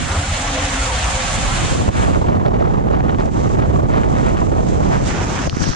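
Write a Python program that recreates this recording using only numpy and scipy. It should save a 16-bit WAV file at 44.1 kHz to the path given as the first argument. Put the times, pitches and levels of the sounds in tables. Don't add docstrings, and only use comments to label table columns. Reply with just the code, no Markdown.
import sys
import numpy as np
from scipy import signal
from scipy.fft import rfft, irfft
from scipy.io import wavfile
from scipy.ndimage import uniform_filter1d

SR = 44100
rng = np.random.default_rng(int(sys.argv[2]) if len(sys.argv) > 2 else 0)


def dump_mix(stems):
    frames = np.atleast_2d(stems).T
    limited = np.clip(frames, -1, 1)
    pcm = np.round(limited * 32767).astype(np.int16)
    wavfile.write(sys.argv[1], SR, pcm)


N = 253575
TIME = np.arange(N) / SR
FFT_SIZE = 2 ** 18
BINS_HZ = np.maximum(np.fft.rfftfreq(FFT_SIZE, 1 / SR), 1)
MOUTH_S, BRAKE_S, PLUNGE_S, UNDER_S = 2.09, 4.95, 5.109, 5.473
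PORT_LAG_S = .0001

# time_s, level_db
SHEET_FADER = [(0.0, -30.5), (0.5, -27.3), (1.1, -26.5), (1.63, -27), (1.89, -36), (1.9, -49), (1.97, -32),
               (2.04, -34), (2.16, -41.5), (2.2, -43.5)]
# centre_s, length_s, gain_db
WIND_LULLS = [(1.845, 0.014, -5), (1.925, 0.033, -19), (2.145, 0.022, -5), (2.203, 0.014, -12),
              (2.236, 0.0099, -17), (2.388, 0.02, -4.5), (2.44, .016, -6), (2.499, .012, -4),
              (2.527, 0.011, -6), (2.825, 0.028, -5), (3.168, 0.016, -6), (3.315, 0.032, -10),
              (3.49, .012, -6), (3.812, 0.011, -7), (3.878, 0.02, -8.5), (4.028, 0.015, -7),
              (4.385, .02, -6), (4.49, 0.03, -1), (4.65, .022, -4.5), (4.987, .014, -2), (5.508, .025, -2),
              (5.59, 0.018, 3)]
# start_s, length_s, level_db
WATER_SLUGS = [(1.711, 0.007, -21.5), (1.75, .01, -17), (1.876, 0.023, -18.5), (2.026, 0.018, -17),
               (2.074, 0.016, -18.5), (2.158, 0.013, -13.5), (2.215, 0.0092, -11.5), (2.242, 0.0064, -15),
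               (2.284, 0.018, -13), (2.318, 0.012, -14.5), (2.346, .012, -15.5), (2.45, 0.019, -13),
               (2.481, 0.0053, -11), (2.506, .012, -19), (2.533, 0.019, -16.5), (2.604, 0.02, -15),
               (2.769, 0.015, -18), (2.837, 0.0094, -20), (2.905, 0.0087, -14.5), (3.144, 0.007, -16),
               (3.351, 0.012, -20.5), (3.787, 0.014, -13.5), (3.886, 0.0099, -15.5), (3.928, .015, -17.5),
               (4.04, .008, -19), (4.179, 0.016, -17.5), (4.517, 0.0052, -14), (4.803, 0.0093, -14.5),
               (4.851, 0.021, -17.5), (4.951, 0.011, -16.5), (4.999, .012, -17), (5.061, 0.02, -20),
               (5.474, 0.0035, -13.5)]


def tube_rush():
    # freq_hz, gain_db
    sheet_eq = [(200, -1), (420, -13), (600, -3), (900, -1), (1500, -2), (2300, -4), (3300, -6),
                (5000, -11), (6000, -9), (7100, -7), (8200, -10.5), (10500, -22.5)]
    # pitch_hz, width_hz, boost_db
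    air_modes = [(275, 29, -2), (528, 46, 9.5), (744, 103, 5), (1124, 81, 0.5)]
    # delay_s, gain
    wall_echoes = [(.0047, 0.15), (.0083, 0.25), (0.0132, 0.3)]
    resonance = sum(from_db(db) ** 2 / (1 + ((BINS_HZ - hz) / (width / 2)) ** 2) ** 2
                    for hz, width, db in air_modes)
    tone = eq_curve(sheet_eq) * np.sqrt(1 + resonance)
    rush = water(tone, drops_per_s=14000, spread_db=1.5, surge_db=0.7, patchy_db=1.0)
    swayed_time = TIME + np.cumsum(.012 * drift(2.5)) / SR
    rush = np.array([np.interp(abs(swayed_time), TIME, port) for port in rush])
    echoes = 0
    for delay_s, gain in wall_echoes:
        echo_time = TIME - delay_s * (1 + 0.062 * drift(0.761))
        echoes = echoes + gain * np.array([np.interp(echo_time, TIME, port) for port in rush])
    return from_db(5.5) * fader(SHEET_FADER) * unit_rms(rush + echoes)


def tube_swells():
    # centre_s, length_s, pitch_hz, glide_hz_per_s,
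    # width_hz, level_db
    resonances = [(0.133, 0.081, 1330, -900, 320, -26.5), (0.15, 0.083, 624.6, -4, 570, -24),
                  (0.206, 0.104, 270, -1, 28, -32), (.55, 0.25, 277.7, 90.5, 16, -28.5),
                  (0.752, 0.1, 268, -60, 14, -27.5), (0.434, 0.039, 815, -1, 70, -28),
                  (0.501, 0.2, 703, 60, 61, -31), (.58, 0.19, 519, -150, 59, -31),
                  (.58, 0.037, 591, -600, 39, -26), (0.833, 0.027, 1360, -1500, 84, -25.5),
                  (.86, 0.2, 516.6, -100, 45, -31), (0.902, 0.028, 916, -1500, 140, -24),
                  (1.05, 0.28, 751.5, 60.5, 56, -31.5), (1.111, 0.17, 915, -300, 120, -29.5),
                  (1.187, 0.11, 525, 80.5, 19, -28.5), (1.348, 0.045, 543, 0.5, 25, -29),
                  (1.498, 0.044, 1025, 900.5, 46, -29), (1.518, 0.034, 1347, 900.5, 47, -28)]
    out = 0
    for centre_s, length_s, hz, glide, width, db in resonances:
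        phase = 2 * np.pi * np.cumsum(hz + glide * (TIME - centre_s)) / SR
        flutter = drift(width * 0.65) + 1j * drift(width * 0.64)
        flutter = flutter / (abs(flutter) + .1) ** .75
        note = unit_rms(flutter.real * np.cos(phase) + flutter.imag * np.sin(phase))
        out = out + from_db(db) * swell(centre_s, length_s) * note
    return from_db(-2.5) * out


def wind_buffeting():
    # freq_hz, gain_db
    buffet_eq = [(20, -9.5), (35, 0), (70, 1.5), (130, -0.5), (220, -7), (400, -17.5), (800, -27),
                 (1600, -56.5)]
    # centre_s, length_s, gain_db
    low_swells = [(2.15, .3, 1), (3.0, .7, -1), (4.35, .3, -1), (5.02, 0.11, 1.5)]
    pressure, exposure = port_pressure(), shielding()
    lumps = steady(filtered(rng.standard_normal((2, N)), eq_curve(buffet_eq)), window=4000)
    lumps = lumps * exposure ** 0.36 * accents(low_swells)
    flutter = band_pass(rng.standard_normal(N), 135, 424) * from_db(6.2 * drift(50))
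    flutter = steady(flutter, window=2000) * exposure
    return from_db(-1) * pressure * lumps + from_db(-6) * pressure[1] * flutter * [[-.15], [1]]


def port_pressure():
    # centre_s, length_s, left_db, right_db
    shoves = [(.01, 0.1, -29, -19), (1.386, 0.011, -25, -16), (1.45, .08, -28, -37),
              (1.638, 0.013, -16, -17), (1.722, 0.01, -15, -12), (1.797, 0.08, -22, -40),
              (1.885, .014, -21, -16), (2.18, 0.026, -23, -21), (3.787, 0.22, -31, -30),
              (5.067, 0.035, -41, -24), (5.536, 0.015, -13.5, -23), (5.618, .024, -9, -28),
              (5.68, 0.049, -16, -24)]
    left = from_db(-16) * plateau(1.98, BRAKE_S, rise_db_per_s=21.5, fall_db_per_s=18.5)
    right = from_db(-14) * plateau(1.98, BRAKE_S, rise_db_per_s=21.5, fall_db_per_s=73)
    airstream = np.array([left, right]) * accents(WIND_LULLS) ** 0.48
    return airstream + sum(from_db([[left_db], [right_db]]) * swell(centre_s, length_s)
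                           for centre_s, length_s, left_db, right_db in shoves)


def wind_eddies(churn_db, brightening, flicker_db):
    # freq_hz, gain_db
    eddy_eq = [(130, 6.5), (250, 9.5), (400, 6), (600, 8), (850, 4), (1200, -9), (1800, -24.5), (2800, -52),
               (4500, -44), (8000, -56)]
    nominal = from_db(-21)
    churn = steady(from_db(-churn_db * np.logaddexp(0, 2 * drift(86))), window=2500)
    strength = churn * wind_strength() * shielding() / nominal
    white = rng.standard_normal((2, N))
    edges_hz = np.geomspace(110, 9000, 12)
    bed = driven = 0
    for k, hz in enumerate(np.sqrt(edges_hz[1:] * edges_hz[:-1])):
        gain = from_db(at_hz(eddy_eq, hz) + flicker_db * drift(48))
        noise = gain * band_pass(white[k % 2], edges_hz[k], edges_hz[k + 1])
        steepness = np.clip(1 + brightening * np.log2(hz / 1000), .4, 1.5)
        bed = bed + noise
        driven = driven + noise * strength ** steepness
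    bed_rms = np.sqrt(uniform_filter1d(bed ** 2, size=800))
    return from_db(3) * nominal * at_ports(driven / bed_rms)


def wind_strength():
    # centre_s, length_s, boost_db
    gusts = [(1.812, 0.027, 15), (1.882, 0.023, 12), (2.285, 0.087, 4.5), (2.63, 0.063, 4),
             (2.945, .05, 4.5), (3.01, .022, 2.5), (3.09, 0.045, 4), (3.205, 0.025, 4.5), (3.46, 0.03, 2),
             (3.59, 0.051, 5.5), (3.73, 0.045, 1.5), (3.99, 0.13, 4.5), (4.12, .05, 3.5), (4.28, 0.075, 4),
             (4.42, 0.033, 3.5), (4.595, 0.025, 3.5), (4.73, 0.04, 3.5), (4.92, 0.08, 0.5)]
    air = from_db(-21.5) * plateau(MOUTH_S, BRAKE_S, rise_db_per_s=33, fall_db_per_s=72)
    wash = from_db(-34) * plateau(PLUNGE_S, TIME[-1], rise_db_per_s=148)
    waver = from_db(1.03 * drift(7.9))
    return np.hypot(air, wash) * accents(gusts) * accents(WIND_LULLS) * waver


def shielding(lead_s=0.0069, duck_db=-4):
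    covers = [plateau(start_s - lead_s, start_s, rise_db_per_s=2000, fall_db_per_s=1997.5)
              for start_s, _, _ in WATER_SLUGS]
    return from_db(duck_db * np.max(covers, axis=0))


def slaps():
    # freq_hz, gain_db
    slap_eq = [(130, 3.5), (300, 8.5), (600, 9.5), (950, 1), (1400, -10), (2200, -26), (3500, -34),
               (6000, -37.5), (9000, -52)]
    force = sum(from_db(db) * plateau(s, s + length_s, rise_db_per_s=12001, fall_db_per_s=1997.5)
                for s, length_s, db in WATER_SLUGS)
    churn = steady(filtered(rng.standard_normal(N), eq_curve(slap_eq)), window=350)
    return at_ports(force * churn)


def spray():
    # freq_hz, gain_db
    spray_eq = [(500, 4), (1500, 4), (3300, 0), (4800, -2.5), (5900, 1), (7000, 1.5), (8200, -2),
                (10500, -25.5)]
    # centre_s, length_s, gain_db
    fans = [(2.83, .06, -3), (3.3, 0.039, -6), (3.42, 0.27, 7.5), (3.75, 0.047, 4.5), (3.84, 0.05, -5),
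            (4.25, 0.35, 5), (4.54, 0.068, -0.5), (4.69, 0.093, 8), (5.08, 0.055, 12.5), (5.355, .09, 11.5),
            (5.457, 0.018, 3)]
    thickness = from_db(-42) * plateau(PLUNGE_S, UNDER_S, rise_db_per_s=3.5, fall_db_per_s=2500)
    hiss = water(eq_curve(spray_eq), drops_per_s=3700, spread_db=2.0, surge_db=1.63, patchy_db=0.8)
    return thickness * accents(fans) * hiss


def bow_wave():
    # freq_hz, gain_db
    wave_eq = [(25, -7), (60, 4), (150, 1), (300, -4), (550, -9), (900, -9), (1500, -13.5), (2500, -18.5),
               (4500, -27), (5600, -23), (6700, -23.5), (7800, -30.5), (10500, -46.5)]
    # centre_s, length_s, gain_db
    surges = [(5.2, .1, 0.5), (5.36, .14, -0.5), (5.462, 0.018, 0)]
    push = from_db(-20) * plateau(PLUNGE_S, UNDER_S, rise_db_per_s=148, fall_db_per_s=2500)
    forerunner = from_db(-27.5) * swell(centre_s=4.91, length_s=0.17)
    roar = water(eq_curve(wave_eq), drops_per_s=7000, spread_db=3, surge_db=-0.1, patchy_db=1.5)
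    return (push * accents(surges) + forerunner) * roar


def slide_rumble():
    # freq_hz, gain_db
    shell_eq = [(20, -26), (35, 2.5), (60, -1), (95, -3.5), (140, -7), (200, -13.5), (350, -23), (700, -42)]
    # centre_s, length_s, gain_db
    dips = [(.055, 0.038, -5), (.24, .04, 0.5), (.375, 0.022, -1), (.78, .02, -5), (1.015, .025, -3),
            (1.12, .025, -4), (1.2, .03, -4), (1.295, 0.073, -2)]
    rumble = steady(filtered(rng.standard_normal(N), eq_curve(shell_eq)))
    return from_db(-24.5) * plateau(0, 1.66, fall_db_per_s=144) * accents(dips) * rumble


def bumps():
    # centre_s, length_s, pitch_hz, level_db
    throbs = [(.125, 0.044, 84, -20), (.187, 0.024, 90, -14.5), (.308, 0.047, 83, -18.5),
              (.63, .06, 88, -24.5), (0.81, .03, 60, -19), (0.907, .04, 62, -19), (.972, .03, 65, -22),
              (1.062, 0.059, 57, -19.5), (1.16, 0.034, 55, -24), (1.36, .04, 45, -23), (1.47, .04, 48, -21),
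              (1.547, .04, 38, -22)]
    out = 0
    for centre_s, length_s, hz, db in throbs:
        note = np.sqrt(2) * np.sin(2 * np.pi * (hz * TIME + rng.random()))
        out = out + from_db(db) * swell(centre_s, length_s) * note
    return out


def pops():
    # start_s, pitch_hz, t60_s, left_db, right_db
    hits = [(0.234, 1456, 0.079, -34, -20), (1.888, 172, 0.017, -17, -5), (1.044, 6500, 0.0033, -11.5, -9),
            (2.4625, 3400, .002, -24, -17), (3.201, 4500, 0.00072, -21, -12),
            (3.257, 6000, 0.0011, -20, -29), (3.894, 7500, 0.0015, -34, -36),
            (5.174, 3000, 0.0039, -21, -29), (5.4737, 520, .006, -3, -13), (5.476, 70, 0.054, -4.5, -26),
            (5.4965, 3000, 0.0032, -9.5, -11), (5.4967, 4300, 0.0034, -9, -17),
            (5.528, 1210, 0.009, -19, -20), (5.569, 213, 0.0084, -23, 6), (5.57, 1900, 0.0018, -14, -11),
            (5.619, 1400, .008, -17, -18), (5.633, 4800, .003, -18, -9), (5.639, 1495, .006, -13, -15),
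            (5.641, 3100, .003, -15, -12), (5.668, 260, .01, -4, -20), (5.692, 131, 0.013, 8, -26),
            (5.698, 45, 0.063, -3, -30), (5.694, 6000, 0.0014, -13, -16)]
    out = np.zeros((2, N))
    for start_s, hz, t60_s, left_db, right_db in hits:
        age = np.clip(TIME - start_s, 0, 2 * t60_s)
        envelope = from_db(-60 * age / t60_s) * (1 - np.exp(-4 * hz * age))
        out += from_db([[left_db], [right_db]]) * envelope * np.sin(2 * np.pi * hz * age)
    return from_db(3) * out


def spatter():
    # centre_s, length_s, level_db
    sheets = [(2.012, 0.11, -21.5), (2.145, 0.02, -21), (2.274, 0.019, -28), (2.325, .006, -27),
              (2.35, .006, -32), (2.461, 0.0058, -17.5), (2.475, 0.0053, -30), (2.546, 0.0089, -25),
              (2.6, .007, -26), (2.941, 0.022, -24.5), (3.006, .008, -25.5), (3.096, 0.014, -19),
              (3.148, 0.005, -24.5), (3.201, 0.024, -24.5), (3.261, .006, -29), (3.626, 0.013, -22.5),
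              (3.903, 0.0053, -35), (3.959, 0.088, -25), (4.038, 0.0087, -22), (4.182, 0.085, -27.5),
              (4.28, 0.054, -26), (4.38, 0.038, -24.5), (4.942, 0.05, -21), (5.61, .01, -22),
              (5.641, 0.0072, -20), (5.67, .014, -31), (5.688, 0.018, -28), (5.735, 0.01, -24)]
    # freq_hz, gain_db
    drop_eq = [(350, 8.5), (900, 13), (1600, 5.5), (3200, -8.5), (5000, -21.5), (9000, -39.5)]
    envelope = sum(from_db(db) * swell(centre_s, length_s) for centre_s, length_s, db in sheets)
    drops = filtered(droplets(per_s=1300, spread_db=4), eq_curve(drop_eq))
    right = envelope * steady(drops, window=500)
    return np.array([-np.interp(TIME - PORT_LAG_S, TIME, right), right])


def foam():
    # freq_hz, gain_db
    foam_eq = [(300, -15), (700, 1), (1400, 5), (2200, -4.5), (3600, -2), (5000, 4), (6000, 7.5),
               (7200, -6), (8500, -8), (10500, -28)]
    # centre_s, length_s, boost_db
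    bursts = [(5.555, 0.027, 5.7), (5.63, 0.028, 7)]
    envelope = from_db(-29) * plateau(5.615, TIME[-1], rise_db_per_s=95) * accents(bursts)
    fizz = water(eq_curve(foam_eq), drops_per_s=5000, spread_db=3, surge_db=-0.1, patchy_db=3)
    left, right = envelope * fizz
    muffle = 1 / np.hypot(1, (BINS_HZ / 4000) ** 5)
    return np.array([filtered(left, muffle), right])


def gurgles(per_s=64, low_hz=652, high_hz=1690, ring_cycles=49):
    out = np.zeros((2, N))
    for when, pitch, softness, pan in rng.random((int(per_s * MOUTH_S), 4)):
        hz = low_hz * (high_hz / low_hz) ** pitch
        cycles = hz * TIME[:int(ring_cycles / hz * SR)]
        life = cycles / ring_cycles
        envelope = from_db(-12 * softness - 60 * life) * (1 - np.exp(-cycles / 4))
        note = envelope * np.sin(2 * np.pi * cycles * (1 + 0.083 * life))
        start = int(when * MOUTH_S * SR)
        out[:, start:start + len(note)] += np.sqrt([[pan], [1 - pan]]) * note
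    return from_db(-9) * fader(SHEET_FADER) * out / np.std(out[:, TIME < MOUTH_S])


def bubbling():
    # freq_hz, gain_db
    bubble_eq = [(700, -10), (1350, 3), (2000, -6), (3200, -15)]
    patter = filtered(droplets(per_s=900, spread_db=2.5), eq_curve(bubble_eq))
    envelope = from_db(-32) * plateau(5.565, TIME[-1], rise_db_per_s=200)
    return at_ports(envelope * steady(patter, window=2500))


def water(tone, drops_per_s, spread_db, surge_db, patchy_db):
    # freq_hz, correlation
    likeness = [(100, 0.96), (280, 0.74), (400, -0.029), (540, 0.94), (800, -0.064), (1300, -0.019),
                (2200, 0.29), (3600, 0.49), (4600, 0.35), (5600, -0.29), (10000, 0.036)]
    # freq_hz, left_minus_right_db
    balance = [(300, 2), (550, -1), (1500, -1), (3800, 0.5), (5500, -4.5), (7000, -8), (8500, 2),
               (10000, 0.5)]
    mid = rfft(droplets(drops_per_s, spread_db), FFT_SIZE)
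    side = rfft(droplets(drops_per_s, spread_db), FFT_SIZE)
    alike = at_hz(likeness, BINS_HZ)
    polarity = np.array([[1], [-1]])
    spectrum = np.sqrt(1 + alike) * mid + polarity * np.sqrt(1 - alike) * side
    spectrum = spectrum * tone * from_db(polarity * at_hz(balance, BINS_HZ) / 2)
    octave = np.clip(np.log2(BINS_HZ / 500), 0, 4)
    out = 0
    for k in range(5):
        share = np.maximum(1 - abs(octave - k), 0)
        out = out + irfft(spectrum * share)[:, :N] * from_db(patchy_db * drift(14.5))
    return unit_rms(out * from_db(surge_db * drift(23)))


def droplets(per_s, spread_db):
    sizes = from_db(spread_db * np.minimum(rng.exponential(1, N), 4)) * rng.choice([-1, 1], N)
    return unit_rms(sizes * (rng.random(N) < per_s / SR))


def at_ports(right):
    thin = right - 0.63 * filtered(right, 1 / (1 + (BINS_HZ / 600) ** 4))
    return np.array([-np.interp(TIME - PORT_LAG_S, TIME, thin), right])


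def fader(points, fade_s=0.11):
    times, levels_db = np.transpose(points)
    outside_s = np.maximum(np.maximum(times[0] - TIME, TIME - times[-1]), 0)
    return from_db(np.interp(TIME, times, levels_db)) * np.exp(-np.minimum(outside_s / fade_s, 20))


def plateau(start_s, end_s, rise_db_per_s=0, fall_db_per_s=0):
    before_db = rise_db_per_s * np.maximum(start_s - TIME, 0)
    after_db = fall_db_per_s * np.maximum(TIME - end_s, 0)
    return from_db(-np.minimum(before_db + after_db, 120))


def swell(centre_s, length_s):
    return np.exp(-np.minimum(((TIME - centre_s) / (length_s / 2)) ** 2, 50) / 2)


def accents(rows):
    return from_db(sum(db * swell(centre_s, length_s) for centre_s, length_s, db in rows))


def drift(per_s):
    pole = np.exp(-40 * np.pi * per_s / SR)
    white = rng.standard_normal(N // 20 + 4002)
    slow = signal.lfilter([1], [1, -2 * pole, pole * pole], white)[4000:]
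    return np.interp(np.arange(N) / 20, np.arange(len(slow)), unit_rms(slow))


def steady(x, window=7000):
    return x / np.sqrt(uniform_filter1d(x ** 2, size=window) + 1e-12)


def eq_curve(points):
    low_cut = np.hypot(1, (points[0][0] / BINS_HZ) ** 3)
    high_cut = np.hypot(1, (BINS_HZ / points[-1][0] / 2) ** 3)
    return from_db(at_hz(points, BINS_HZ)) / low_cut / high_cut


def at_hz(points, hz):
    freqs, values = np.transpose(points)
    return np.interp(np.log(hz), np.log(freqs), values)


def filtered(x, gain):
    return irfft(rfft(x, FFT_SIZE) * gain)[..., :N]


def band_pass(x, low_hz, high_hz):
    return signal.sosfilt(signal.butter(2, [low_hz, high_hz], "band", fs=SR, output="sos"), x)


def unit_rms(x):
    return x / np.sqrt(np.mean(x ** 2) + 1e-20)


def from_db(db):
    return 10 ** (np.asarray(db) / 20)


def scene():
    wind = wind_buffeting() + wind_eddies(churn_db=3.5, brightening=0.18, flicker_db=1.35)
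    tube = tube_rush() + tube_swells() + gurgles() + slide_rumble() + bumps()
    splashes = slaps() + spatter()
    run_out = (spray() + bow_wave()) * from_db([[-1], [1]])
    return tube + wind + splashes + run_out + foam() + pops() + bubbling()


def record(dry):
    ceiling, cutoff_hz = .95, 10550
    rounded = 1.43 * np.tanh(dry / 1.401)
    limited = rounded / (1 + (rounded / ceiling) ** 12) ** (1 / 12)
    return signal.sosfilt(signal.ellip(12, .2, 90, cutoff_hz, fs=SR, output="sos"), limited)


dry = scene()
out = record(dry)
dump_mix(out)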